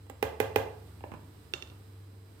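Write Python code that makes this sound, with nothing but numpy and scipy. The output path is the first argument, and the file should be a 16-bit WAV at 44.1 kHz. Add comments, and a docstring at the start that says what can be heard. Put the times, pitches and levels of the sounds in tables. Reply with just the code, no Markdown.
"""A low, wavering hum and faint hiss run throughout: filtered noise and drifting sine tones.
A steel spoon touches a mixer grinder's jar twice, then knocks three times on the plastic lid over it.
The lid bumps on the jar and snaps into place, close by in a small hard kitchen; the grinder is off.
Contacts are decaying modes plus noise bursts; the room adds early echoes and a diffuse tail."""
import sys
import numpy as np
from scipy import signal
from scipy.fft import rfft, irfft
from scipy.io import wavfile
from scipy.ndimage import uniform_filter1d

SR = 44100
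rng = np.random.default_rng(int(sys.argv[2]) if len(sys.argv) > 2 else 0)


def unload_audio(sound):
    """Save the sound as a 16-bit wav file, at the path given as the first command line argument."""
    columns = np.transpose(np.atleast_2d(sound))
    # keep every value between -1 and 1, then stretch to whole-number steps
    steps = np.round(np.clip(columns, -1, 1) * 32767)
    wavfile.write(sys.argv[1], SR, steps.astype(np.int16))


N = 105840  # 2.4 s


def undb(db):
    """Decibels to amplitude gain."""
    return 10 ** (np.asarray(db) / 20)


def along(hz, table):
    """Read a table's second column on a log-frequency axis."""
    table = np.array(table)
    return np.interp(np.log(hz + 1), np.log(table[:, 0]), table[:, 1])


def colour(x, table):
    """Filter x to a (hz, gain_db) curve without phase shift."""
    n = x.shape[-1]
    gain = undb(along(np.fft.rfftfreq(n, 1 / SR), table))
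    return irfft(rfft(x) * gain, n)


def stereo_noise(shared_hz, left_db):
    """White noise with bass common to both sides; above it they differ and the left level shifts."""
    hz = np.fft.rfftfreq(N, 1 / SR)
    right, own = rfft(rng.standard_normal((2, N)))
    shared = 1 / (1 + (hz / shared_hz) ** 2)
    left = shared * right + np.sqrt(1 - shared ** 2) * own
    left = left * undb(left_db * (1 - shared))
    return irfft(np.array([left, right]), N)


def walk(rate_hz):
    """Smoothed random drift with a standard deviation of 1."""
    hold = int(SR / rate_hz)
    steps = np.repeat(rng.standard_normal(N)[:N // hold + 1], hold)
    drift = uniform_filter1d(uniform_filter1d(steps, hold), hold)[:N]
    return drift / drift.std()


def add(out, start_s, sound):
    """Mix a sound in at a time."""
    i = int(start_s * SR)
    n = min(sound.shape[1], N - i)
    out[:, i:i + n] += sound[:, :n]


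def decay(t_s, t60_s):
    """Exponential fall of 60 dB in t60_s."""
    return np.exp(-np.log(1000) * t_s / t60_s)


LEFT_LAG_S = 0.00017


def ring(modes, rise_cycles, rise_s=0, tilt_db_per_oct=0):
    """Struck modes swell and decay, neighbours in opposite polarity; the left lags slightly."""
    t = np.maximum(np.arange(SR) / SR - np.array([[LEFT_LAG_S], [0]]), 0)
    out = 0
    for k, (hz, db, t60_s, left_db) in enumerate(modes):
        rise = 1 - np.exp(-t / (rise_cycles / hz + rise_s))
        side_db = np.array([[left_db], [0]])
        gain = undb(db + tilt_db_per_oct * np.log2(hz / 700) + side_db)
        out = out + (-1) ** k * gain * rise * decay(t, t60_s) * np.sin(2 * np.pi * hz * t)
    return out


def crack(spectrum, t60_s, left_db, room_db):
    """Contact noise: stereo burst in rows 0-1, bare click to excite the room in row 2."""
    env = decay(np.arange(SR) / SR, t60_s)
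    env = env / np.sqrt(np.sum(env ** 2))
    burst = colour(rng.standard_normal((2, SR)), spectrum) * env * undb([[left_db], [0]])
    click = colour(signal.unit_impulse(SR, SR // 500), spectrum)  # centred 2 ms in
    return np.vstack([burst, undb(room_db) * click])


def with_room(sound, room_db):
    """Add row 2: the right-hand sound, scaled, as radiated into the room."""
    return np.vstack([sound, undb(room_db) * sound[1]])


def tone(hz, waver_hz, waver_db):
    """Sine of nominal RMS 1 with randomly drifting pitch and level."""
    phase = 2 * np.pi * np.cumsum(hz + waver_hz * walk(7.4)) / SR
    return np.sqrt(2) * np.sin(phase) * undb(waver_db * walk(9.38))


# hum level over time: time_s, upper_line_db, lower_line_db
HUM_LEVELS = [(0, -50, -60), (.3, -57, -47.5), (.65, -47, -59), (.85, -52, -53.5), (1.05, -50.5, -53),
              (1.3, -53, -61), (1.55, -63, -59), (1.7, -52.5, -54.5), (1.82, -51.5, -67), (2.0, -48.5, -65),
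              (2.2, -51, -64), (2.4, -55.5, -77)]
UPPER_HUM_HZ, LOWER_HUM_HZ = 99, 79.2
# faint tones before the left/right offset: pitch_hz, level_db
FAINT_TONES = [(297, -69), (363, -77.5), (446, -70.5), (4000, -82), (5000, -82.5), (8000, -86),
               (14000, -101)]
# room noise and hiss spectrum: freq_hz, gain_db
AIR_SPECTRUM = [(25, -22), (45, -33.5), (75, -37.5), (130, -36.5), (200, -42), (330, -40.5), (600, -50.5),
                (1200, -51.5), (2500, -58), (4600, -59.5), (6500, -67), (8500, -59.5), (10500, -67),
                (14000, -61), (16500, -75)]
# slow level of room noise and hiss: time_s, level_db
AIR_LEVELS = [(0, -0.5), (.9, 2), (1.15, -1), (1.45, 1.5), (1.75, 1), (2.0, -.5), (2.2, -2), (2.4, 0)]
AIR_LEFT_DB, AIR_SHARED_HZ = -5.5, 420


def background():
    """Two drifting hum lines and faint tones over coloured noise whose level moves slowly."""
    t = np.arange(N) / SR
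    time_s, upper_db, lower_db = np.array(HUM_LEVELS).T
    hum = undb(np.interp(t, time_s, upper_db)) * tone(UPPER_HUM_HZ, waver_hz=0.62, waver_db=0)
    hum += undb(np.interp(t, time_s, lower_db)) * tone(LOWER_HUM_HZ, waver_hz=1.6, waver_db=0.5)
    tones = sum(undb(db) * tone(hz, waver_hz=2.5, waver_db=1) for hz, db in FAINT_TONES)
    air_db = np.interp(t, *np.array(AIR_LEVELS).T) + 0.5 * walk(3.04)
    air = colour(stereo_noise(AIR_SHARED_HZ, AIR_LEFT_DB), AIR_SPECTRUM) * undb(air_db)
    return hum + tones * undb([[-4], [1.5]]) + air


# spoon touching the steel jar: start_s, level_db
JAR_TAPS = [(0.0669, -17), (0.0982, 1.5)]
# modes of the light touch: pitch_hz, level_db, t60_s, left_minus_right_db
JAR_TAP_MODES = [(262, -42, 0.059, -3), (480, -34.5, 0.029, -5.5), (675, -44, 0.035, -17),
                 (810, -38.5, 0.041, -9), (1165, -40.5, 0.016, -3), (1610, -47, 0.048, -17),
                 (2010, -47.5, 0.04, -10), (2740, -41, 0.0082, -13), (7630, -40, 0.017, -21)]
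# spoon contact noise, also used by the knocks: freq_hz, gain_db
SPOON_SPECTRUM = [(300, 4.5), (1500, 2), (2800, 6), (4500, -5), (6500, -5.5), (10000, -7), (12000, -2.5),
                  (15000, 1.5), (17000, -27)]


def spoon_taps():
    """Light steel contact excites short jar modes with a little contact noise."""
    out = np.zeros((3, N))
    for start_s, db in JAR_TAPS:
        jar = with_room(ring(JAR_TAP_MODES, rise_cycles=0.44), room_db=-4)
        contact = crack(SPOON_SPECTRUM, t60_s=0.03, left_db=-9.5, room_db=-1.5)
        add(out, start_s, undb(db) * (jar + undb(-22) * contact))
    return out


# diffuse tail by band: centre_hz, level_db, t60_s
ROOM_BANDS = [(100, 5.5, 0.57), (266, -4.5, 0.45), (470, -1, 0.54), (830, -1.5, 0.52), (1830, -3.5, 0.45),
              (3220, -4.5, 0.41), (5560, -6.5, 0.37), (13000, -11, 0.26)]
# early echoes from counter and walls, before the low-pass: delay_s, right_gain, left_gain
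ROOM_ECHOES = [(.0095, 0.049, 0.053), (0.024, 0.09, 0.07), (.043, 0.027, 0.019)]
ROOM_LEFT_DB, ROOM_ONSET_S, ROOM_SHARED_HZ = -6, 0.002, 467
ECHO_TOP_HZ = 2220


def kitchen(radiated):
    """Low-passed early echoes plus a diffuse tail with a separate decay per band."""
    t, hz = np.arange(N) / SR, np.fft.rfftfreq(N, 1 / SR)
    noise = rfft(stereo_noise(ROOM_SHARED_HZ, ROOM_LEFT_DB))
    early = np.zeros((2, N))
    for delay_s, right, left in ROOM_ECHOES:
        add(early, delay_s, np.array([[left], [right]]))
    response = signal.sosfilt(signal.butter(2, ECHO_TOP_HZ, fs=SR, output="sos"), early)
    log_centres = np.log(np.array(ROOM_BANDS)[:, 0])
    onset = 1 - np.exp(-(t / ROOM_ONSET_S) ** 2)
    # each row of the identity picks one band, crossfaded into its neighbours
    for pick, (_, db, t60_s) in zip(np.eye(len(ROOM_BANDS)), ROOM_BANDS):
        env = decay(t, t60_s) * onset
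        band = irfft(noise * np.interp(np.log(hz + 1), log_centres, pick), N)
        response = response + undb(db) * band * env / np.sqrt(np.sum(env ** 2))
    return signal.fftconvolve(radiated, response, axes=1)[:, :N]


# spoon on lid: start_s, level_db, relative_crack_db, tilt_db_per_oct
LID_KNOCKS = [(0.2266, -4, 0.5, 0.5), (0.4015, -2, -0.5, 0.5), (0.5596, 0, -1, 0.5)]
# hand-held lid modes: pitch_hz, level_db, t60_s, left_minus_right_db
HELD_LID_MODES = [(247, -20, 0.03, -1.5), (444.6, -6, 0.034, -5), (664, -19, 0.04, -32),
                  (819, -9, 0.017, -10), (1150, -20.5, 0.017, -13), (1486, -25, 0.02, -13),
                  (1607, -20.5, 0.015, -26), (2035, -17, 0.02, -13), (2453, -19.5, 0.021, -14.5),
                  (3550, -31, 0.017, -2)]
# long jar and room resonances: pitch_hz, level_db, t60_s, left_minus_right_db
LONG_RING_MODES = [(73, -26.5, 0.16, -3.5), (101.7, -33, 0.37, 1.5), (263.2, -55, 0.14, 0),
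                   (357, -59, 0.27, -12), (414.2, -46, 0.51, -9), (434.5, -40.5, 0.58, -28),
                   (448, -51, 0.34, -1), (472, -58, 0.42, -10), (539.7, -37, 0.39, 6.5),
                   (728.5, -51.5, 1, -9), (786.6, -28.5, 0.24, -6), (810, -38.5, 0.37, -12),
                   (857, -43, 0.7, -3), (1614, -31.5, 0.17, -12), (1660, -36.5, 0.17, -6)]
KNOCK_RISE_CYCLES, LONG_RING_RISE_S = 0.87, 0.01
CRACK_T60_S, STRIKE_SCATTER_DB = 0.022, 1.5


def spoon_knocks():
    """Steel cracks on the lid: a short hollow note and long ring; strike spot varies mode levels."""
    out = np.zeros((3, N))
    long_ring = ring(LONG_RING_MODES, KNOCK_RISE_CYCLES, LONG_RING_RISE_S)
    for start_s, db, crack_db, tilt in LID_KNOCKS:
        modes = np.array(HELD_LID_MODES)
        modes[2:, 1] += STRIKE_SCATTER_DB * rng.standard_normal(len(modes) - 2)  # lowest two stay
        lid = with_room(ring(modes, KNOCK_RISE_CYCLES, tilt_db_per_oct=tilt), room_db=-4.5)
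        contact = crack(SPOON_SPECTRUM, t60_s=CRACK_T60_S, left_db=-9.5, room_db=3)
        add(out, start_s, undb(db) * (lid + undb(crack_db) * contact))
        add(out[:2], start_s, undb(db) * long_ring)
    return out


# lid bumping on the rim: start_s, ring_db, tilt_db_per_oct, thud_db
LID_BUMPS = [(1.0065, -16.5, 4.5, -11), (1.0386, -2, 1, -8), (1.1176, -10, 4, 1.5), (1.1378, -10.5, 1, 1),
             (1.716, -26, -9, -11.5)]
# modes of the lid lying on the jar: pitch_hz, level_db, t60_s, left_minus_right_db
RESTING_LID_MODES = [(188, -45, 0.026, 0), (324, -27.5, 0.035, -2), (465, -26, 0.015, -2),
                     (617, -25, 0.021, -31), (795, -27.5, 0.018, -2), (942, -30, 0.023, -1.5),
                     (1690, -40.5, 0.025, -28), (2270, -42, .012, -4), (2780, -40, 0.013, -22)]
# soft contact noise of palm and lid: freq_hz, gain_db
THUD_SPECTRUM = [(70, -19), (140, -1), (260, 3.5), (500, -20), (1000, -5.5), (2000, -20), (2900, -16),
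                 (4000, -39), (8000, -34), (16000, -46)]


def lid_bumps():
    """The lid finds the jar: damped lid modes plus dull contact noise."""
    out = np.zeros((3, N))
    for start_s, db, tilt, thud_db in LID_BUMPS:
        lid = ring(RESTING_LID_MODES, rise_cycles=0.5, tilt_db_per_oct=tilt)
        add(out, start_s, undb(db) * with_room(lid, room_db=-2))
        thud = crack(THUD_SPECTRUM, t60_s=0.064, left_db=-7.5, room_db=-1)
        add(out, start_s, undb(thud_db) * thud)
    return out


# lid snapping home: start_s, level_db
LID_SNAPS = [(1.5372, -1), (1.6240, -11.5), (1.674, -28.5), (1.7, -29)]
# tight rim modes: pitch_hz, level_db, t60_s, left_minus_right_db
RIM_MODES = [(357, -29, 0.048, -8.5), (466, -31, 0.015, -27), (784, -47, .015, -13),
             (1350, -31, 0.014, -17), (1735, -31.5, 0.015, -18), (2730, -18.5, 0.024, -19),
             (3550, -19, 0.014, -3.5), (4530, -23, 0.0057, -15), (5540, -36, 0.0097, 7)]
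# snap contact noise: freq_hz, gain_db
SNAP_SPECTRUM = [(300, 0), (700, 0.5), (1400, -1), (2200, -7), (3200, -2), (5000, -5), (7000, -4),
                 (9000, -15.5), (13000, -17), (17000, -35)]


def lid_snaps():
    """The rim slips over the edge: bright rim modes plus a very short noise burst."""
    out = np.zeros((3, N))
    rim = with_room(ring(RIM_MODES, rise_cycles=0.3), room_db=-9)
    for start_s, db in LID_SNAPS:
        contact = crack(SNAP_SPECTRUM, t60_s=0.0073, left_db=-11, room_db=-1)
        add(out, start_s, undb(db) * (rim + contact))
    return out


def scene():
    """Direct contacts (rows 0-1) plus the kitchen's answer to row 2, over the background."""
    hits = spoon_taps() + spoon_knocks() + lid_bumps() + lid_snaps()
    return background() + hits[:2] + kitchen(hits[2:])


LOW_CUT_HZ, TOP_HZ = 65, 16300


def record(dry):
    """The recorder drops the deep bass and cuts the top of the treble."""
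    low_cut = signal.butter(4, LOW_CUT_HZ, "high", fs=SR, output="sos")
    top_cut = signal.ellip(8, 0.2, 80, TOP_HZ, fs=SR, output="sos")  # 0.2 dB ripple, 80 dB stop
    return signal.sosfilt(top_cut, signal.sosfilt(low_cut, dry))


dry = scene()
out = record(dry)
unload_audio(out)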